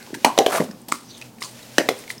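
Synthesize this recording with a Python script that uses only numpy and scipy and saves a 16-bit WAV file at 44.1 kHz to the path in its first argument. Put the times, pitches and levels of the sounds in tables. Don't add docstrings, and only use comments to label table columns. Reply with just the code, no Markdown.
import sys
import numpy as np
from scipy import signal
from scipy.fft import rfft, irfft, next_fast_len
from scipy.io import wavfile
from scipy.ndimage import map_coordinates

SR = 44100
rng = np.random.default_rng(int(sys.argv[2]) if len(sys.argv) > 2 else 0)


def int16_out(signal):
    q = np.round(np.clip(np.atleast_2d(signal).T, -1, 1) * 32767)
    wavfile.write(sys.argv[1], SR, q.astype(np.int16))


def volts_from_decibels(level):
    exponent = np.asarray(level, float) / 20
    return 10 ** exponent


N = 97020


def unit(x):
    return x / np.sqrt(np.mean(x ** 2) + 1e-20)


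def clock(seconds_part):
    return np.arange(SR // seconds_part) / SR


def sine(hz, t):
    return np.sin(2 * np.pi * hz * t)


def along(points, hz):
    point_hz, value = np.transpose(points)
    return np.interp(np.log(hz + 1), np.log(point_hz + 1), value)


def curves(rows):
    s, *columns = np.transpose(rows)
    return [np.interp(np.arange(N) / SR, s, column) for column in columns]


def wobble(knots_per_s):
    knots = rng.standard_normal(int(N * knots_per_s / SR) + 4)
    return map_coordinates(knots, [np.arange(N) * knots_per_s / SR])


def filtered(x, response):
    size = next_fast_len(len(x) + 8192)
    return irfft(rfft(x, size) * response(np.fft.rfftfreq(size, 1 / SR)), size)[:len(x)]


def noise(tone, size):
    return unit(filtered(rng.standard_normal(size), lambda f: volts_from_decibels(along(tone, f))))


def resonance(centre_hz, width_hz):
    return lambda f: 1j * f * width_hz / (centre_hz ** 2 - f * f + 1j * f * width_hz)


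def rough_ring(size, centre_hz, width_hz, order=1):
    return unit(filtered(rng.standard_normal(size), lambda f: resonance(centre_hz, width_hz)(f) ** order))


def shape(t, rise, hold, t60):
    return (1 - np.exp(-t / rise)) * volts_from_decibels(-60 * np.maximum(t - hold, 0) / t60)


def add(track, s, x):
    part = track[round(s * SR):][:len(x)]
    part += x[:len(part)]




def whistle(rows, width_hz):
    hz, db = curves(rows)
    band = unit(filtered(rng.standard_normal(N), lambda f: 1 / (1 + (f / width_hz) ** 2)))
    stray_hz = hz * (1 + 0.03 * wobble(30))
    carrier = np.sin(2 * np.pi * np.cumsum(stray_hz) / SR)
    return volts_from_decibels(db + 2.5 * wobble(45.1)) * band * carrier


# delay_s, level_db
WALL_ECHOES = [
    (.0115, -17),
    (.0178, -10),
    (.025, -14),
    (.033, -15),
]
# frequency_hz, t60_s
PATIO_T60 = [(200, 0.33), (800, 0.43), (2000, 0.32), (6000, .17), (14000, 0.18)]
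# frequency_hz, level_db
PATIO_TONE = [(200, -2.5), (800, -6.5), (2000, -4), (6000, 0.5), (14000, 0)]


def patio(x, wet_db=0):
    wall_top_hz, tail_db, gap_s, build_s = 1200, -9, 0.003, 0.0064
    hz, t, grains = signal.stft(rng.standard_normal(SR // 3), SR, nperseg=256)
    decay_db = along(PATIO_TONE, hz)[:, None] - 60 * t / along(PATIO_T60, hz)[:, None]
    tail = signal.istft(grains * volts_from_decibels(decay_db), SR, nperseg=256)[1][:SR // 3]
    low = filtered(tail, lambda f: f < wall_top_hz)
    tail = tail - low * np.exp(-np.arange(len(tail)) / SR / build_s)
    tail = volts_from_decibels(tail_db) * np.pad(tail / np.linalg.norm(tail), (round(gap_s * SR), 0))
    walls = np.zeros(len(tail))
    for s, db in WALL_ECHOES:
        walls[round(s * SR)] = volts_from_decibels(db)
    answer = tail + filtered(walls, lambda f: 1 / (1 + 1j * f / wall_top_hz))
    return np.pad(x, (0, len(answer) - 1)) + volts_from_decibels(wet_db) * signal.fftconvolve(x, answer)


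# frequency_hz, density_db
AIR_TONE = [(15, -64.5), (25, -31), (205, -8.5), (425, -13), (654, -17), (881, -15.5), (955, -20),
            (2200, -35.5), (15800, -35)]


def air():
    return volts_from_decibels(-43 - 5.5 + 1.25 * wobble(4.28)) * noise(AIR_TONE, size=N)


# frequency_hz, density_db
RUMBLE_TONE = [(8.8, -47), (15, -9), (49, -29), (86, -25), (100, -8), (130, -50), (220, -120)]


def rumble():
    return volts_from_decibels(-68.5) * noise(RUMBLE_TONE, size=N)


# pitch_hz, width_hz, level_db
HUM = [
    (123, 11.8, -54.5),
    (235.2, 37, -52),
]


def hum():
    return sum(volts_from_decibels(db) * rough_ring(N, hz, width_hz, order=2) for hz, width_hz, db in HUM)


# start_s, pitch_hz, level_db
NOSE = [
    (1.0, 6000, -75),
    (1.09, 6150, -46),
    (1.14, 6000, -48),
    (1.19, 6320, -54),
    (1.27, 6300, -62),
    (1.32, 6300, -82),
]


def nose():
    return whistle(NOSE, width_hz=350)


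# start_s, pitch_hz, level_db
WHEEZE = [
    (1.04, 5022, -65),
    (1.1, 4500, -42.5),
    (1.15, 3650, -49.5),
    (1.24, 2605, -55),
    (1.31, 2300, -73),
]


def wheeze():
    return whistle(WHEEZE, width_hz=450)


# start_s, level_db
BREATH = [(0.0, -47.5), (0.15, -48.5), (0.27, -44.5), (0.42, -41), (0.48, -36), (0.63, -41.5), (0.7, -54),
          (0.91, -58.5), (1.08, -52.5), (1.26, -48.5), (1.32, -58.5), (1.38, -55.5), (1.45, -51.5),
          (1.6, -47), (1.82, -45), (1.97, -42), (2.1, -47.5), (2.2, -52)]
# frequency_hz, density_db
BREATH_TONE = [(290, -35), (500, -4.5), (621, -2), (707, -27.5), (794, -14.5), (1840, -12), (2250, -11),
               (5920, -12.5), (15800, -22.5)]


def breath():
    level_db, = curves(BREATH)
    return volts_from_decibels(level_db + 1.4 * wobble(26.28)) * noise(BREATH_TONE, size=N)


# start_s, level_db, rise_s, t60_s
SQUELCH = [
    (0.14, -33.5, 0.0051, 0.073),
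    (0.633, -32, 0.0072, 0.043),
    (0.883, -36, 0.0048, 0.14),
    (0.927, -39, 0.0051, 0.44),
    (1.169, -41.5, 0.0088, 0.076),
    (1.09, -50.5, .01, 0.17),
    (1.404, -39.5, 0.0043, 0.17),
    (1.428, -34, 0.0043, 0.35),
    (1.621, -55, .005, 0.16),
    (2.089, -34.5, 0.011, 0.17),
]
# frequency_hz, density_db
WET_TONE = [(700, -4.5), (2000, -5.5), (4500, 1.5), (7000, -2), (9000, 2.5), (12000, -12.5), (16000, -9.5)]


def squelch():
    out, t = np.zeros(N), clock(4)
    for s, db, rise, t60 in SQUELCH:
        add(out, s, volts_from_decibels(db) * noise(WET_TONE, size=len(t)) * shape(t, rise, rise, t60))
    return out * volts_from_decibels(1.75 * wobble(150))


# start_s,
# level_db, pitch_hz, t60_s
RINGS = [(0, -53.5, 1595, 0.34), (.004, -53.5, 2130, 0.28), (.07, -51, 894, .2), (0.151, -48, 1650, 0.14),
         (0.252, -24, 1001, 0.23), (.253, -27, 240.5, 0.17), (.254, -31.5, 644, 0.19),
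         (.292, -33.5, 997, 0.17), (.393, -20.5, 773, 0.16), (.394, -25.5, 654, 0.29),
         (.395, -27, 326, 0.16), (.47, -23.5, 658, 0.15), (0.464, -34, 3176, 0.15), (0.469, -38, 388, 0.35),
         (.926, -48, 1050, 0.1), (1.443, -40.5, 4480, 0.11), (1.444, -38, 6630, .08),
         (1.446, -38, 1036, 0.072), (1.66, -54, 627, 0.33), (1.789, -25.5, 599, 0.17),
         (1.79, -36, 330, 0.18), (1.787, -30.5, 1879, 0.18), (1.892, -21.5, 465, 0.095),
         (1.892, -29, 387, .12), (1.94, -42.5, 463, 0.35), (.388, -12, 490, 0.036),
         (0.402, -16.5, 423, 0.071), (.463, -19, 486, 0.041), (.247, -19.5, 2850, 0.024),
         (1.784, -20.5, 2957, 0.042), (.146, -38, 893, 0.035), (.69, -36, 189, 0.32)]


def rings():
    out, t = np.zeros(N), clock(5)
    for s, db, hz, t60 in RINGS:
        rough = rough_ring(len(t), hz, 38 + 0.17 * hz, order=2)
        add(out, s, volts_from_decibels(db) * (sine(hz, t) + 1.6 * rough) * shape(t, 0.0014, 0, t60))
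    return out


# start_s, effort_db
TEAR = [
    (0.5, -29),
    (0.514, -33),
    (0.523, -24.5),
    (0.571, -21.5),
    (0.585, -24.5),
    (0.594, -36.5),
    (0.6, -29.5),
]
# frequency_hz, density_db
TEAR_TONE = [(120, -47), (200, -11), (621, -4), (964, -6), (1120, -5), (2400, -18.5), (3160, -26.5),
             (11200, -28), (15800, -40)]


def tearing():
    pops_per_s, scatter_db, burst_s = 890, 11, 0.0009
    split_hz, low_hiss, high_hiss_db = 3000, 0.5, -6.5
    onset = [(TEAR[0][0] - 0.02, -70)]
    release = [(TEAR[-1][0] + 0.058, -45), (TEAR[-1][0] + 0.25, -80)]
    effort_db, = curves(onset + TEAR + release)
    luck = rng.random((2, N))
    pops = (luck[0] < pops_per_s / SR) * volts_from_decibels(-scatter_db * np.log(luck[1] + 0.1))
    bursts = unit(signal.lfilter([1], [1, -np.exp(-1 / (burst_s * SR))], pops))
    sound = noise(TEAR_TONE, size=N)
    low = filtered(sound, lambda f: 1 / (1 + (f / split_hz) ** 4))
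    high = unit(sound - low)
    return volts_from_decibels(effort_db) * (unit(low * (low_hiss + bursts)) + volts_from_decibels(high_hiss_db) * high)


# start_s, peak_db, pitch_hz
THUDS = [(0.105, -29.5, 383), (.131, -19, 297), (0.17, -30, 308), (.247, -11, 284), (.388, -8.5, 428),
         (.4635, -7, 455), (0.607, -16.5, 244), (.604, -7.5, 493), (0.6008, -7, 234), (0.612, -13, 427),
         (0.739, -35, 177), (.8895, -28.5, 750), (.897, -31, 850), (.881, -31, 246), (0.921, -20.5, 293),
         (1.784, -8.5, 280), (1.8885, -25.5, 313)]


def thuds():
    out, t = np.zeros(N), clock(20)
    for s, db, hz in THUDS:
        blow = -volts_from_decibels(db) * sine(hz, t) * shape(t, 0.00022, 1.225 / hz, 2.45 / hz)
        add(out, s, patio(blow, wet_db=-0.5))
    return out


# frequency_hz, density_db
FIZZ_TONE = [(300, -32), (1500, -1.5), (4000, 4.5), (8000, -2), (12000, -8.5), (16000, -55)]


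def fizz(size):
    return noise(FIZZ_TONE, size)


# start_s, peak_db, pitch_hz, fizz_db
TICKS = [(0.026, -40.5, 3830, 7), (0.0646, -37, 1930, -1), (.103, -39.5, 1600, -6), (.132, -39, 1800, -7),
         (0.142, -25, 1880, -5), (.147, -22, 1670, -3.5), (0.604, -18, 2050, -31), (0.7097, -33, 1690, -8),
         (0.7118, -32, 5180, -9), (.816, -38.5, 8740, -19), (0.884, -24.5, 12650, -3.5),
         (1.2138, -27.5, 2440, -1.5), (1.222, -26.5, 2600, -8), (1.3841, -41.5, 2420, -2),
         (1.4248, -24, 5050, 5.5), (1.436, -27.5, 4260, 6), (0.918, -33, 1510, 12), (1.628, -36, 3900, -3),
         (1.5906, -35, 1750, -2), (1.989, -30, 9080, -14), (2.038, -31.5, 1960, -5),
         (2.0773, -28.5, 2130, -5), (2.1028, -15.5, 2033, -13), (2.11, -28.5, 10700, -5.5),
         (2.1802, -33, 5240, -17)]


def ticks():
    out, t = np.zeros(N), clock(20)
    for s, db, hz, fizz_db in TICKS:
        ring = 0.86 * rough_ring(len(t), hz, 250 + 0.057 * hz) + sine(hz, t)
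        snap = (ring + volts_from_decibels(fizz_db) * fizz(len(t))) * shape(t, 0.00048, 0.00059, 0.02)
        add(out, s, patio(volts_from_decibels(db - 4.5) * snap, wet_db=-7))
    return out


# start_s, peak_db, pitch_hz
SPLINTERS = [(.2463, -4, 2397), (.2495, -8, 2000), (.3905, -8, 820), (.248, -5, 4350), (.3774, -14, 3840),
             (.3879, -4, 4000), (.389, -10, 2030), (.3879, -2.5, 5890), (.463, -9, 3150),
             (.9222, -15.5, 2140), (.9225, -23, 4250), (.9225, -11.5, 1200), (.388, -7.5, 3000),
             (1.888, -13, 1150), (1.888, -14.5, 750), (.5218, -22, 1330), (.5308, -22, 1460),
             (.5375, -25, 1330), (.545, -16.5, 580), (.55, -21, 730), (.563, -20.5, 660), (.577, -17, 830),
             (.583, -17, 1200), (.6145, -21, 910), (.922, -10.5, 7820), (1.4207, -23, 2060),
             (1.7826, -1.5, 1724), (1.7826, -6, 2630), (1.786, -11.5, 1857), (1.783, -8.5, 4880),
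             (1.888, -8, 2080), (1.888, -12.5, 3650)]


def splinters():
    out, t = np.zeros(N), clock(20)
    for s, db, hz in SPLINTERS:
        t60 = 0.0082 * (2000 / hz) ** 0.54
        ring = sine(hz, t) * shape(t, 0.000077, 2.3 / hz, t60)
        add(out, s, volts_from_decibels(db) * patio(ring, wet_db=-6.5))
    return out


# start_s, peak_db, body_hz, fizz_db, length_s
CRACKS = [
    (0.2466, 3, 814, -12, 0.0037),
    (0.3776, -4, 573, -15.5, 0.0028),
    (0.3876, 4.5, 451, -19, 0.0019),
    (.4630, -3, 604, -14, 0.0042),
    (0.922, -13.5, 1197, -4.5, .002),
    (1.4195, -18.5, 1050, -20, 0.002),
    (1.7825, 2, 510, -10.5, 0.0017),
    (1.8892, -1.5, 440, -14, 0.0029),
]


def cracks():
    out, t = np.zeros(N), clock(20)
    for s, db, body_hz, fizz_db, length in CRACKS:
        rough = rough_ring(len(t), 1.15 * body_hz, 1.2 * body_hz)
        tone = np.sin(2 * np.pi * body_hz * t * (0.923 + 28 * t))
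        body = (0.35 * rough - tone) * shape(t, 0.00018, length, 0.009)
        spray = fizz(len(t)) * shape(t, 0.00022, 0.92 * length, 0.02)
        rupture = rough_ring(len(t), 6500, 11000, order=2) * shape(t, 0.0001, 0.00056, 0.002)
        burst = spray + 1.24 * rupture
        add(out, s, patio(volts_from_decibels(db - 5) * (body + volts_from_decibels(fizz_db + 0.5) * burst)))
    return out


def scene():
    mouth = breath() + wheeze() + nose()
    dog = mouth + squelch() + rings() + tearing() + thuds() + ticks() + splinters() + cracks()
    low_hz = 165
    dog = filtered(dog, lambda f: (1j * f / (low_hz + 1j * f)) ** 2)
    return (air() + rumble() + hum() + dog)[None]


def low_pass(x):
    return signal.sosfilt(signal.butter(12, 16510, fs=SR, output="sos"), x)


def record(dry):
    ceiling, top_hz = 0.98, 16400
    clipped = dry / (1 + np.abs(dry / ceiling) ** 6) ** (1 / 6)
    mix = filtered(clipped[0], lambda f: f < top_hz)[None]
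    return low_pass(mix)


dry = scene()
out = record(dry)
int16_out(out)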